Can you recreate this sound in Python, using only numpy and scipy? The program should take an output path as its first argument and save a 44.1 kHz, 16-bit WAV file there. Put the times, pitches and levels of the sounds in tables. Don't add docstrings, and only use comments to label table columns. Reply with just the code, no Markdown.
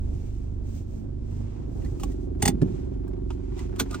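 import sys
import numpy as np
from scipy import signal
from scipy.fft import rfft, irfft
from scipy.io import wavfile

SR = 44100
rng = np.random.default_rng(int(sys.argv[2]) if len(sys.argv) > 2 else 0)


def waveform_to_disk(signal):
    frames = np.transpose(np.atleast_2d(signal))
    scaled = np.clip(frames, -1, 1) * 32767
    samples = np.round(scaled).astype(np.int16)
    wavfile.write(sys.argv[1], SR, samples)


N = 176400
TIME = np.arange(N) / SR
LEAD_S = .05
HIT_TIME = np.arange(SR // 3) / SR - LEAD_S
HIT_SIZE = len(HIT_TIME)


def amp(db):
    return 10 ** (np.asarray(db) / 20)


def normalize(x):
    return x / np.sqrt(np.mean(x ** 2) + 1e-20)


def lookup(table, x):
    return np.interp(x, *np.transpose(table))


def at_pitch(table, hz):
    row_hz, value = np.transpose(table)
    return np.interp(np.log(hz + 1), np.log(row_hz + 1), value)


def pan(db):
    return amp([[db / 2], [-db / 2]])


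def add(mix, start_s, sound):
    at = round(start_s * SR)
    sound = sound[:, max(-at, 0):]
    part = mix[:, max(at, 0):][:, :sound.shape[1]]
    part += sound[:, :part.shape[1]]


def drift(rate_hz):
    hz = np.fft.rfftfreq(N, 1 / SR)
    return normalize(irfft(rfft(rng.standard_normal(N)) * np.exp(-(hz / rate_hz) ** 2), N))


# frequency in Hz, how alike the two sides are from -1 to 1.
SIDES_ALIKE = [(50,0.62),(120,1),(250,0.15),(700,-0.23),(2000,0.12),(8000,-0.35),(15000,-0.82)]
# frequency in Hz, head start in radians.
LEFT_LEAD = [(60,0.4),(150,0.62),(300,1.19),(800,0.96),(1400,.9),(2800,1.16),(5600,1.65),(8500,2.15),(15000,2.3)]
# frequency in Hz, left level minus right in dB.
BALANCE = [(300,-4),(1200,-5),(2500,-2),(8000,-1.5),(14000,1)]

def noise(spectrum, size, tilt_db=0, near=False):
    hz = np.fft.rfftfreq(size, 1 / SR)
    if near:
        left = np.exp(2j * np.pi * rng.random((2, len(hz))))[0]
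        right = left * np.exp(-1j * at_pitch(LEFT_LEAD, hz))
        sides = np.array([left, right]) * pan_by_pitch(hz)
    else:
        left, other = rfft(rng.standard_normal((2, size)))
        alike = at_pitch(SIDES_ALIKE, hz)
        sides = np.array([left, alike * left + np.sqrt(1 - alike ** 2) * other])
    octaves = np.log2(np.maximum(hz, 600) / 600)
    return normalize(irfft(sides * amp(at_pitch(spectrum, hz) + tilt_db * octaves), size))


def pan_by_pitch(hz):
    return amp(at_pitch(BALANCE, hz) * np.array([[.5], [-.5]]))


def hit(rise_s, fade_s):
    return np.exp(np.minimum(HIT_TIME, 0) / rise_s - np.log(1000) * np.maximum(HIT_TIME, 0) / fade_s)


def clack(rise_s, fade_s, crack_db=4.5):
    crack = amp(crack_db) * hit(rise_s / 2, fade_s=.0033)
    return np.hypot(crack, hit(rise_s, fade_s)) / np.sqrt(2)


def ring(tones, rise_s, in_step=False):
    out = 0
    for hz, db, fade_s in tones:
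        turn = 0 if in_step else rng.random()
        phase = 2 * np.pi * (hz * HIT_TIME + turn) - np.array([[0], [at_pitch(LEFT_LEAD, hz)]])
        out = out + amp(db) * pan_by_pitch(hz) * hit(rise_s, fade_s) * np.cos(phase)
    return out


# time in seconds, cycles per second.
ENGINE_SPEED = [(0.0, 24.64), (0.731, 24.59), (1.481, 25.74), (1.73, 25.15), (1.86, 23.45), (2.0, 23.06),
                (2.29, 23.29), (3.48, 23.09), (3.62, 23.29), (4.0, 23.09)]

def engine_cycles():
    return np.cumsum(lookup(ENGINE_SPEED, TIME)) / SR


# multiple of engine speed, relative level in dB.
FAST_HUM = [(1, -4), (2, 0), (3, -2), (4, -2.5), (5, -10), (6, -20), (7, -22), (8, -25.5), (9, -10.5),
            (10, -33), (11, -16.5), (12, -28.5), (13, -40), (14, -17), (15, -19.5), (16, -32), (17, -33.5),
            (18, -39)]
SLOW_HUM = [(1, -38.5), (2, 0.5), (3, -3), (4, -8), (5, -15), (6, -33.5), (7, -21.5), (8, -14.5), (9, -23),
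            (10, -21.5), (11, -14), (12, -11), (13, -13), (14, -42.5), (15, -10), (16, -10.5), (17, -14.5),
            (18, -26), (19, -22.5)]
# time in seconds, boost in dB.
BOOM = [(0,7),(.13,3),(.2,-0.5),(.6,2),(.9,-5.5),(1.25,-1),(1.6,-4.5),(1.95,-1),(2.9,-0.5),(3.6,0),(4,-5)]

def engine():
    settle_middle_s, settle_length_s = 1.89, .57
    waver, waver_hz = .21, 6.9
    cycles = engine_cycles()
    settled = np.clip((TIME - settle_middle_s) / settle_length_s + .5, 0, 1)
    right_lag = .0049 * ENGINE_SPEED[0][1] * np.array([[0], [1]])
    out = np.zeros((2, N))
    for k in range(1, len(SLOW_HUM) + 1):
        level = (1 - settled) * amp(lookup(FAST_HUM, k) - 36) + settled * amp(lookup(SLOW_HUM, k) - 34)
        if k <= 3:
            level = level * amp(lookup(BOOM, TIME))
        scatter = .57 * np.sqrt(k) if k < 11 else .27
        phase = 2 * np.pi * (k * cycles + scatter * rng.random()) + waver * drift(waver_hz)
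        out += np.sqrt(2) * level * (1 + waver * drift(waver_hz)) * np.cos(phase - k * right_lag)
    return out * pan(-4)


# frequency in Hz, relative level in dB.
RUMBLE_TONE = [(12,-27),(28,-10),(48,-2),(110,-7),(190,-13),(280,-12),(400,-19.5),(500,-26),(750,-32.5),(1100,-42.5),(2000,-53.5),(4000,-56.5),(8500,-60.5),(10500,-82),(13000,-76.5),(15500,-64.5)]
# time in seconds, level in dB.
RUMBLE_LEVEL = [(0,-37),(.4,-40),(0.899,-36.5),(1.25,-40.5),(1.8,-33),(2.2,-35),(2.7,-35),(3.3,-38.5),(4,-36)]

def rumble():
    air = noise(RUMBLE_TONE, N) * pan(-2.5)
    low = signal.sosfiltfilt(signal.butter(2, 1500, fs=SR, output="sos"), air)
    db = lookup(RUMBLE_LEVEL, TIME)
    swell = amp(db + 1.37 * drift(rate_hz=18))
    throb = 1 + .2 * np.cos(2 * np.pi * engine_cycles())
    return swell * throb * low + amp(db.mean()) * (air - low)


# middle in seconds, half length in seconds, level in dB,
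# brightness in dB per octave.
STROKES = [(0.238,0.22,-61.5,2),(0.697,0.045,-60,3.2),(0.774,0.047,-55.5,4),(0.948,0.07,-62.5,4),(1.361,0.096,-61,1),(1.538,0.12,-58.5,-2.7),(1.853,0.13,-60,3),(2.071,0.09,-58,2),(2.231,0.036,-64.5,2.5),
           (2.414,0.015,-54,-0.5),(2.739,.11,-57.5,-1),(2.94,0.022,-62,-3),(3.073,0.015,-58.5,-8),(3.137,0.08,-57,-17),(3.328,0.032,-61,1.5),(3.519,0.19,-62,-2.5),(3.604,0.036,-48.5,-1),(3.733,0.26,-62.5,-1),(3.951,0.082,-52,-1.5)]
# frequency in Hz, relative level in dB.
CLOTH_TONE = [(200,-11),(500,1.5),(900,11.5),(1300,4),(1750,0),(2400,3.5),(3000,0),(4500,-2),(6500,0.5),(8700,-3),(10500,-34.5),(12500,-19.5),(14200,-3),(15800,-9.5)]

def cloth():
    out = np.zeros((2, N))
    t = np.arange(SR) / SR - .5
    for middle_s, half_s, db, tilt_db in STROKES:
        swell = amp(db) * 2 ** -(t / half_s) ** 2
        add(out, middle_s - .5, swell * noise(CLOTH_TONE, SR, tilt_db))
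    grain_db = 1.5 * drift(rate_hz=1000)
    flutter_db = .6 * drift(rate_hz=21)
    return out * amp(grain_db + flutter_db)


# time in seconds, typical level in dB.
FINGER_LEVEL = [(0,-84),(1.2,-77),(1.5,-64),(2.3,-59.5),(2.7,-54.5),(3,-66.5),(3.1,-52),(3.25,-62.5),(3.45,-62),(4,-46)]
# frequency in Hz, relative level in dB.
SCUFF_TONE = [(300,-8.5),(650,7),(1550,-1),(3500,-15.5),(8000,-30)]

def fingers():
    scuffs_per_s, spread_db = 42, 4
    out = np.zeros((2, N))
    for when, bright, force in rng.random((round(scuffs_per_s * N / SR), 3)):
        s = when * N / SR
        db = lookup(FINGER_LEVEL, s) + spread_db * (2 * force - 1)
        scuff = noise(SCUFF_TONE, HIT_SIZE, tilt_db=3 * (2 * bright - 1))
        add(out, s - LEAD_S, amp(db) * hit(rise_s=.0036, fade_s=.04) * scuff)
    return out


# time in seconds, level in dB,
# rise and fade in seconds, brightness in dB per octave, upper tone in Hz, its relative level in dB,
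# lower tone in Hz, its relative level in dB.
TICKS = [(1.822,-56,0.0026,0.055,-3,2750,-4,1930,-1),(1.849,-51,0.0019,0.055,2,4350,-5,1810,0.5),(1.861,-55,.001,.06,-6,2780,-12,1980,4.5),
         (1.999,-42.5,.0011,0.16,4,1245,-5,1010,-8),(2.0358,-31,0.0022,0.049,4.5,1120,-3.5,800,-0.5),(2.121,-51.5,0.0052,0.081,5,1920,-9,1350,-14),
         (2.618,-42.5,0.0022,0.059,0,1720,-0.5,1380,-8),(2.623,-45,0.00095,.041,1,592,15.5,398,11),(3.08,-49.5,.001,0.072,10,1600,-6,1107,-5),(3.306,-38,.0018,0.06,-5,1250,-5.5,946,-2),
         (3.593,-42,0.0021,0.054,1.5,2010,-3,990,-7),(3.763,-47,0.0023,.066,2.5,1120,-4,806,-11),
         (3.913,-40,0.0046,0.061,1.5,1480,-9,1190,-9),(3.932,-46,0.0048,0.095,5,1420,-1,1226,9),(3.946,-34,0.0027,0.069,0,1435,4,1209,0.5)]
# frequency in Hz, relative level in dB.
TICK_TONE = [(150,-10),(420,1),(620,0),(850,4),(1100,11),(1550,1),(1950,1),(2700,8.5),(3450,4),(4200,3.5),(6500,2.5),(8800,4.5),(10800,-30),(13000,-6),(15500,-6)]

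def fittings():
    ring_s = .046
    out = np.zeros((2, N))
    for s, db, rise_s, fade_s, tilt_db, upper_hz, upper_db, lower_hz, lower_db in TICKS:
        click = clack(rise_s, fade_s) * noise(TICK_TONE, HIT_SIZE, tilt_db, near=True)
        tones = ring([(upper_hz, upper_db, ring_s), (lower_hz, lower_db, ring_s)], rise_s)
        add(out, s - LEAD_S, amp(db) * (click + tones + cabin_echo()))
    return out


# frequency in Hz, relative level in dB.
ECHO_TONE = [(200,-1.5),(400,15.5),(520,9),(800,7.5),(2000,-6.5),(5000,-10),(9000,-17),(11000,-45.5),(15500,-36.5)]

def cabin_echo():
    return amp(-13) * hit(rise_s=.001, fade_s=.11) * noise(ECHO_TONE, HIT_SIZE)


# time in seconds, level in dB.
KNOCKS = [(2.036,-36),(3.809,-27)]
# pitch in Hz, relative level in dB, fade in seconds.
ANCHOR_RING = [(109.7,-3.5,0.26),(220,-1.5,0.16),(275.3,-0.5,0.31),(342,0.5,0.054),(440,-3,0.15)]

def buckle_anchor():
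    out = np.zeros((2, N))
    for s, db in KNOCKS:
        add(out, s - LEAD_S, amp(db) * ring(ANCHOR_RING, rise_s=.0033))
    return out


# time in seconds, level in dB, relative level of the first touch in dB.
NOTCHES = [(2.425,-17,-11),(2.4571,-16,-5),(2.481,-17.5,1.5)]
# frequency in Hz, relative level in dB.
CATCH_TONE = [(250,-19),(520,-17),(650,2.5),(850,3),(1000,-2),(1450,-11.5),(2000,4.5),(2650,-4),(2930,-1),(3100,-7.5),(3480,1.5),(3800,-10.5),(4500,1),(5350,-4.5),(6500,3),(7500,-2.5),(8450,10),(10000,-16.5),(11500,-55.5),(13200,-7),(15000,3),(16200,-28.5)]
# pitch in Hz, relative level in dB, fade in seconds.
LEVER_RING = [(727,-11,0.06),(804.4,-9.5,0.093),(846,-11,.04),(1930,-16.5,.075),(2080,-19.5,.075),(2870,-19.5,0.076),(3550,-22,0.097),(6260,-13.5,0.062),(8600,-5,.03)]
CONSOLE_RING = [(105,-2,0.074),(162,-2.5,0.059),(203.5,1.5,0.038),(253.4,-6,0.14),(407,-7.5,0.13)]

def lever_notches():
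    touch_early_s, knock_late_s = .0029, .0121
    alike = .89
    snap = clack(rise_s=.00094, fade_s=.054, crack_db=-4.5)
    touch = np.interp(HIT_TIME + touch_early_s, HIT_TIME, snap)
    tones = ring(LEVER_RING, rise_s=.0008)
    housing = noise(CATCH_TONE, HIT_SIZE, near=True)
    knock = amp(-5.5) * ring(CONSOLE_RING, rise_s=.0058, in_step=True)
    out = np.zeros((2, N))
    for s, db, touch_db in NOTCHES:
        rattle = alike * housing + np.sqrt(1 - alike ** 2) * noise(CATCH_TONE, HIT_SIZE, near=True)
        click = np.hypot(snap, amp(touch_db) * touch) * rattle
        add(out, s - LEAD_S, amp(db) * (click + tones + cabin_echo() + trim_shudder()))
        add(out, s + knock_late_s - LEAD_S, amp(db) * knock)
    return out


# frequency in Hz, relative level in dB.
TRIM_TONE = [(30,-18.5),(60,5.5),(130,1.5),(240,2.5),(400,-7),(520,-25.5),(1000,-44.5),(4000,-70)]

def trim_shudder():
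    return amp(-9.5) * hit(rise_s=.0023, fade_s=.23) * noise(TRIM_TONE, HIT_SIZE, near=True)


# middle in seconds, half length in seconds, level in dB.
SLIDES = [(2.547,0.033,-29.5),(2.706,0.02,-32)]

def lever_slide():
    swells = sum(amp(db) * 2 ** -((TIME - middle_s) / half_s) ** 2 for middle_s, half_s, db in SLIDES)
    return swells * noise(TRIM_TONE, N, near=True)


# time in seconds, level in dB.
THUDS = [(2.554,-31.5),(2.6244,-16),(2.632,-15),(2.686,-34),(2.743,-35.5)]
# pitch in Hz, relative level in dB, fade in seconds.
STOP_RING = [(90,-27.5,0.076),(123,-2.5,0.02),(174,-1.5,0.051),(293,-7.5,0.053),(347.6,-4,0.049),(425,-18.5,0.16)]

def lever_thuds():
    thud = ring(STOP_RING, rise_s=.0094, in_step=True)
    out = np.zeros((2, N))
    for s, db in THUDS:
        add(out, s - LEAD_S, amp(db) * (thud + trim_shudder()))
    return out


# time in seconds, level in dB, rise and fade in seconds.
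LATCH_SNAPS = [(3.7992,-21.5,0.0041,0.076),(3.8013,-19,0.00064,0.059)]
# frequency in Hz, relative level in dB.
LATCH_TONE = [(200,-21),(560,-17),(900,2),(1100,6.5),(1480,11.5),(1750,-1),(2000,1),(2500,5),(2850,-2.5),(3450,10.5),(4000,1.5),(4400,8),(5200,-4.5),(6000,7.5),(9000,2),(10500,-13.5),(14300,6),(16000,-9)]

def buckle_latch():
    out = np.zeros((2, N))
    for s, db, rise_s, fade_s in LATCH_SNAPS:
        snap = clack(rise_s, fade_s) * noise(LATCH_TONE, HIT_SIZE, near=True)
        add(out, s - LEAD_S, amp(db) * (snap + cabin_echo()))
    return out


def scene():
    background = engine() + rumble() + cloth()
    lever = lever_notches() + lever_thuds() + lever_slide()
    belt = buckle_latch() + fittings() + buckle_anchor()
    return background + lever + belt + fingers()


def record(dry):
    low_pass = signal.firwin(511, cutoff=16250, window=("kaiser", 9), fs=SR)
    return signal.oaconvolve(dry, low_pass[None], "same")


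dry = scene()
out = record(dry)
waveform_to_disk(out)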